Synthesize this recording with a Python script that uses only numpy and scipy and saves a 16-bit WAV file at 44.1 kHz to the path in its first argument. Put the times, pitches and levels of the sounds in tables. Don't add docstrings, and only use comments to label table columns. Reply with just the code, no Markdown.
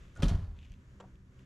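import sys
import numpy as np
from scipy import signal
from scipy.io import wavfile

SR = 44100
rng = np.random.default_rng(int(sys.argv[2]) if len(sys.argv) > 2 else 0)


def inscribe(sig):
    pcm = np.round(np.clip(np.atleast_2d(sig).T, -1, 1) * 32767)
    wavfile.write(sys.argv[1], SR, pcm.astype(np.int16))


N = 63945
T = np.arange(N) / SR
EDGES = 18 * 2 ** (np.arange(30) / 3)


def from_db(db):
    return 10 ** (np.asarray(db) / 20)


def rms_one(x):
    return x / np.sqrt(np.mean(x ** 2) + 1e-20)


def at_hz(points, hz):
    table = np.array(points)
    return np.interp(np.log(hz), np.log(table[:, 0]), table[:, 1])


def level_curve(points):
    return from_db(np.interp(T, *np.transpose(points)))


def dying(t, t60):
    return (t >= 0) * np.exp(-np.log(1000) * np.maximum(t, 0) / t60)


def bands(spectrum):
    centres = np.sqrt(EDGES[1:] * EDGES[:-1])
    gains = from_db(at_hz(spectrum, centres))
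    gains = gains / np.sqrt(np.sum(gains ** 2 * np.diff(EDGES)) * 2 / SR)
    filters = [signal.butter(2, EDGES[k:k + 2], "band", fs=SR, output="sos") for k in range(len(centres))]
    return list(zip(centres, filters, gains))


# frequency in Hz, side level in dB against the middle.
BLOW_WIDTH = [(30, -43), (850, -43), (1400, -16), (5000, -14), (9000, -12.5), (14000, 1)]
# frequency in Hz, left minus right in dB.
BLOW_LEAN = [(30, 1.5), (850, -0.5), (1300, 0), (2800, 2), (5500, 0.5), (9000, 2.5), (14000, 4)]


def spread(mid, side, hz, width=BLOW_WIDTH, lean=1):
    sign = np.array([[1], [-1]])
    stereo = mid + sign * side * from_db(at_hz(width, hz))
    return stereo * from_db(sign * lean * at_hz(BLOW_LEAN, hz) / 2)


ACCENT_OCTAVES = 0.15


def accent(hz, centre_hz, db):
    return db * np.exp(-.5 * (np.log2(hz / centre_hz) / ACCENT_OCTAVES) ** 2)


def contact_db(row, hz):
    _, db, tilt, centre, extra = row
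    return db + tilt * np.log2(hz / 2000) + accent(hz, centre, extra)


TREBLE_DAMPING = 0.21
ATTACK_CYCLES = 0.86


def blows(rows, spectrum, t60):
    out, white = 0, rng.standard_normal((2, 2, N))
    for k, (hz, sos, gain) in enumerate(bands(spectrum)):
        if hz < spectrum[0][0]:
            continue
        life = t60 * (hz / 1000) ** -TREBLE_DAMPING
        power = sum(from_db(contact_db(row, hz)) ** 2 * dying(T - row[0], life / 2) for row in rows)
        r = np.exp(-hz / (ATTACK_CYCLES * SR))
        envelope = signal.lfilter([1 - r], [1, -r], np.sqrt(power) + 1e-18)
        noise = signal.sosfilt(sos, spread(*white[k % 2], hz))
        out = out + gain * envelope * noise
    return out


def ring(force, hz, t60):
    r, w = np.exp(-np.log(1000) / (t60 * SR)), 2 * np.pi * hz / SR
    return signal.lfilter([0, np.sin(w)], [1, -2 * r * np.cos(w), r * r], force + 1e-18)


def struck(rows, modes, spread_db):
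    out, luck = 0, rng.standard_normal((len(rows), len(modes)))
    places = (np.array([row[0] for row in rows]) * SR).astype(int)
    for k, (hz, mode_db, t60) in enumerate(modes):
        strengths_db = np.array([contact_db(row, hz) for row in rows]) + mode_db + spread_db * luck[:, k]
        clicks = np.zeros(N)
        clicks[places] = from_db(strengths_db)
        out = out + spread(ring(clicks, hz, t60), 0, hz)
    return out


def grains(swells, spectrum, per_s, spread_db):
    power = 0
    for s, db, rise, t60 in swells:
        shape = np.where(T < s, np.exp(-((T - s) / rise) ** 2), dying(T - s, t60))
        power = power + (from_db(db) * shape) ** 2
    sizes = from_db(spread_db * np.minimum(rng.exponential(1, N), 3))
    sizes = sizes * (rng.random(N) < per_s / SR)
    clicks = np.sqrt(power) * rms_one(sizes) * rng.choice([-1, 1], (2, 2, N))
    out = 0
    for k, (hz, sos, gain) in enumerate(bands(spectrum)):
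        if hz > spectrum[0][0]:
            out = out + gain * signal.sosfilt(sos, spread(*clicks[k % 2], hz) + 1e-18)
    return out


# frequency in Hz, side level in dB against the middle.
AIR_WIDTH = [(60, -20.5), (110, -19.5), (200, -14.5), (380, -10), (700, -17.5), (1290, -2), (2380, 1),
             (4400, -3.5), (8120, -14), (15000, 3)]


def wash(spectrum, levels):
    white = rng.standard_normal((2, 2, N + SR // 2))
    noise = 0
    for k, (hz, sos, gain) in enumerate(bands(spectrum)):
        noise = noise + gain * signal.sosfilt(sos, spread(*white[k % 2], hz, AIR_WIDTH, lean=0))
    return rms_one(noise[:, -N:]) * level_curve(levels)


# frequency in Hz, density in dB per Hz.
AIR_COLOUR = [(250, -5), (400, -7.5), (530, -7), (780, -22.5), (1050, -12), (1250, -13.5), (1550, -11.5),
              (1850, -16), (2200, -19), (3400, -23.5), (4600, -28.5), (6800, -23.5), (9500, -41.5),
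              (12000, -37.5), (15000, -48)]
# time in seconds, level in dB.
AIR_LOUDNESS = [(0, -63), (.11, -66.5), (.55, -72), (.7, -71), (0.919, -67.5), (1.1, -69), (1.24, -73),
                (1.4, -66.5), (1.45, -69.5)]


def forest_air():
    return wash(AIR_COLOUR, AIR_LOUDNESS)


# frequency in Hz, density in dB per Hz.
RUMBLE_COLOUR = [(20, 2.5), (40, 4.5), (65, 7.5), (100, 1), (140, -3), (200, -9.5), (270, -14.5),
                 (400, -26.5), (650, -46), (1200, -56.5)]
# time in seconds, level in dB.
RUMBLE_LOUDNESS = [(0, -55), (.1, -52), (.55, -51), (.64, -54), (.73, -52), (.86, -57), (0.929, -51.5),
                   (1.02, -58), (1.1, -55.5), (1.2, -56), (1.45, -57.5)]


def rumble():
    return wash(RUMBLE_COLOUR, RUMBLE_LOUDNESS)


def drift(rate):
    r = np.exp(-2 * np.pi * rate / SR)
    return rms_one(signal.lfilter([1], [1, -2 * r, r * r], rng.standard_normal(2 * N))[N:])


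IDLE_HZ, IDLE_WAVER = 64.45, .012
IDLE_FLUTTER = 0.6
# multiple of the firing rate, level in dB before flutter and swell.
ENGINE_ORDERS = [(1, -70), (2, -64.5), (3, -66), (4, -73.5), (5, -79.5), (6, -78)]
# time in seconds, added level in dB.
ENGINE_SWELL = [(0, -8), (.5, -2), (.65, -4), (.85, -1), (1.08, 2.5), (1.25, -5), (1.45, 3.5)]


def engine():
    phase = 2 * np.pi * np.cumsum(IDLE_HZ * (1 + IDLE_WAVER * drift(3.34))) / SR
    hum = 0
    for multiple, db in ENGINE_ORDERS:
        flutter = 1 + IDLE_FLUTTER * drift(8.2)
        tone = np.sin(round(multiple) * phase + rng.uniform(0, 2 * np.pi))
        hum = hum + np.sqrt(2) * from_db(db) * flutter * tone
    return hum * level_curve(ENGINE_SWELL)


WOODS_T60_S, WOODS_BUILD_S = 0.4, 0.0051
# frequency in Hz, level in dB against the direct sound.
WOODS_SCATTER = [(100, -1.5), (500, -8), (680, -13), (850, -11), (1100, -4.5), (1600, -11), (4000, -12.5),
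                 (8000, -11.5), (15000, -17)]


def woods(x):
    shape = dying(T, WOODS_T60_S) * (1 - np.exp(-T / WOODS_BUILD_S))
    white = rng.standard_normal((2, 2, N)) * shape / np.sqrt(np.sum(shape ** 2))
    echo = 0
    for k, (hz, sos, _) in enumerate(bands(WOODS_SCATTER)):
        echo = echo + from_db(at_hz(WOODS_SCATTER, hz)) * signal.sosfilt(sos, spread(*white[k % 2], hz, lean=0))
    return signal.fftconvolve(x, echo, axes=1)[:, :N]


SNAP_T60_S = 0.018
GRIT_PER_S, GRIT_SPREAD_DB = 2100, -1.5
# start in seconds, level in dB, treble tilt in dB per octave,
# favoured frequency in Hz, its accent in dB.
GRIT_SNAPS = [(.5652, -63.5, -2.5, 2880, 3), (.5886, -57, 0, 3100, 7.5), (.63, -52, -12, 2400, -1),
              (.6974, -66.5, 2, 5100, 12.5), (.7193, -61.5, 6, 7700, 7), (.739, -66, 4, 2960, 7),
              (1.155, -68, 3, 1300, 19), (1.3928, -65, 3, 5500, 3)]
# time of the top in seconds, level in dB, rise in seconds, t60 in seconds.
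GRIT_CRUNCHES = [(.03, -71, 0.06, 0.95), (.6, -74, 0.052, 0.72), (.652, -67, 0.047, 0.17),
                 (.73, -73, 0.058, 0.24), (1.41, -75, 0.029, 0.47)]
# frequency in Hz, density in dB per Hz.
GRIT_COLOUR = [(500, -44), (1500, -28), (2300, 2), (3100, -0.5), (4500, -15), (7500, -14), (10000, -55),
               (15000, -20)]


def grit():
    snaps = blows(GRIT_SNAPS, GRIT_COLOUR, SNAP_T60_S)
    return snaps + grains(GRIT_CRUNCHES, GRIT_COLOUR, GRIT_PER_S, GRIT_SPREAD_DB)


KNOCK_T60_S, KNOCK_RING_DB = .05, -11
# start in seconds, level in dB, treble tilt in dB per octave,
# favoured frequency in Hz, its accent in dB.
KNOCK_TOUCHES = [(1.0007, -51, -2, 3060, 4), (1.0035, -52.5, -0.5, 900, 4.5), (1.008, -53.5, -1, 7700, 1),
                 (1.026, -64.5, -6.5, 740, 4), (1.04, -64.5, -5, 863, 16.5)]
# frequency in Hz, density in dB per Hz.
KNOCK_COLOUR = [(200, -17), (420, 6), (700, 0), (1000, 4), (1750, -0.5), (2200, -12), (3200, -6.5),
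                (4500, -20), (7700, -9), (9500, -93), (15000, -52)]
# frequency in Hz, relative level in dB, t60 in seconds.
HOLLOW_MODES = [(412, -4, .09), (540, -4, 0.093), (749, -5, 0.13), (946, 0.5, 0.096), (1085, -11, 0.093),
                (1910, -3, .06), (2600, -7, .05), (3300, -11, 0.073), (7540, -9, 0.043)]


def knock():
    modes = struck(KNOCK_TOUCHES, HOLLOW_MODES, spread_db=1.5)
    return blows(KNOCK_TOUCHES, KNOCK_COLOUR, KNOCK_T60_S) + from_db(KNOCK_RING_DB) * modes


# start in seconds, level in dB, contact time in seconds,
# favoured frequency in Hz, its accent in dB.
BODY_PUSHES = [(0.192, -39, 0.0071, 93.4, 18), (0.232, -21.5, 0.0034, 148, 3),
               (0.248, -22.5, 0.013, 42, 10), (0.312, -24.5, 0.0056, 95.5, 9),
               (0.344, -26, 0.00643, 84.04, 20.5), (0.381, -41, 0.00558, 166, 12),
               (0.417, -40.5, .006, 94.4, 18), (.476, -42, 0.0089, 45.2, 12),
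               (0.501, -57, 0.0039, 78.8, 24), (0.704, -41.5, 0.0086, 63, -14),
               (0.91, -61, 0.023, 43.6, 11), (1.072, -46, 0.01, 73, 0)]
# frequency in Hz, relative level in dB, t60 in seconds.
BODY_MODES = [(44.6, -3, 0.23), (75.53, -10.5, 0.47), (96.6, -5.5, 0.18), (152.6, -1, 0.12),
              (173.6, -3, 0.23), (234.3, -0.5, .13), (273.5, -0.5, 0.12), (356, -10, 0.085)]


def thud():
    s, db, length, centre, extra = np.transpose(BODY_PUSHES)
    pushes = np.sin(np.pi * np.clip((T - s[:, None]) / length[:, None], 0, 1)) ** 2
    pushes = pushes / pushes.sum(axis=1, keepdims=True)
    out = 0
    for hz, mode_db, t60 in BODY_MODES:
        force = from_db(db + mode_db + accent(hz, centre, extra)) @ pushes
        out = out + ring(force, hz, t60)
    return out


CLACK_T60_S, CLACK_RING_DB = 0.058, -16
RATTLE_PER_S, RATTLE_SPREAD_DB = 4000, 4
# start in seconds, level in dB, treble tilt in dB per octave,
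# favoured frequency in Hz, its accent in dB.
METAL_CONTACTS = [(.1525, -69, 2.5, 7340, 19), (.1615, -63.5, -3, 1464, 25.5), (.1625, -70, 5, 7500, 8),
                  (.171, -69.5, 4, 7200, 19), (.179, -66, -4, 700, 10), (.191, -63, -9.5, 600, -24),
                  (.202, -57.5, 0.5, 1400, 17), (.2224, -35, -1.5, 6000, 1), (.2295, -34, -1.5, 3150, 7),
                  (.232, -45, 2.5, 533, -3), (.2403, -45.5, 5, 790, 19), (.2555, -55.5, 5.5, 3900, 12),
                  (.2828, -45.5, 4.5, 6100, 4), (.2935, -47.5, 3.5, 645, 23), (.302, -47.5, -1, 1430, 9),
                  (.3505, -53.5, 0, 1310, 6)]
# frequency in Hz, density in dB per Hz.
CLACK_COLOUR = [(200, 4.5), (550, -2), (1100, -2.5), (2200, -4.5), (3200, -2), (4500, -4.5), (7000, -10.5),
                (11000, -24.5), (15000, -46)]
# frequency in Hz, relative level in dB, t60 in seconds.
METAL_MODES = [(548, 9, .075), (684, 4, .15), (3149, 7, .06), (5900, -1, .04), (948, -3, .2),
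               (1244, 2, .06), (1440, -1, .1), (1906, -12, .08), (2950, -6, .08), (3919, -15, .07),
               (4414, -15, .06), (5400, -10, .05), (7564, -19, .035), (8570, -15, .04), (10790, -27, .04)]
# time of the top in seconds, level in dB, rise in seconds,
# t60 in seconds.
LOOSE_PARTS = [(.2, -55, 0.026, 0.45), (.236, -46, 0.0085, 0.71), (.303, -43.5, 0.0083, 0.16),
               (.445, -64.5, 0.023, 0.053)]
# frequency in Hz, density in dB per Hz.
RATTLE_COLOUR = [(150, 1.5), (350, 2), (650, 2), (1400, -3.5), (2400, -12), (4000, -14), (7500, -27),
                 (11000, -30.5), (15000, -52)]


def clunk():
    clacks = blows(METAL_CONTACTS, CLACK_COLOUR, CLACK_T60_S)
    modes = struck(METAL_CONTACTS, METAL_MODES, spread_db=1.5)
    rattle = grains(LOOSE_PARTS, RATTLE_COLOUR, RATTLE_PER_S, RATTLE_SPREAD_DB)
    return clacks + from_db(CLACK_RING_DB) * modes + rattle


def scene():
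    background = forest_air() + rumble() + engine()
    small = grit() + knock()
    loud = clunk()
    scatter = woods(loud + from_db(-5.5) * small)
    return background + scatter + small + thud() + loud


CUTOFF_HZ = 15300


def record(dry):
    x = signal.sosfilt(signal.butter(2, 24, "high", fs=SR, output="sos"), dry)
    return signal.sosfilt(signal.cheby2(12, 70, CUTOFF_HZ, fs=SR, output="sos"), x)


dry = scene()
out = record(dry)
inscribe(out)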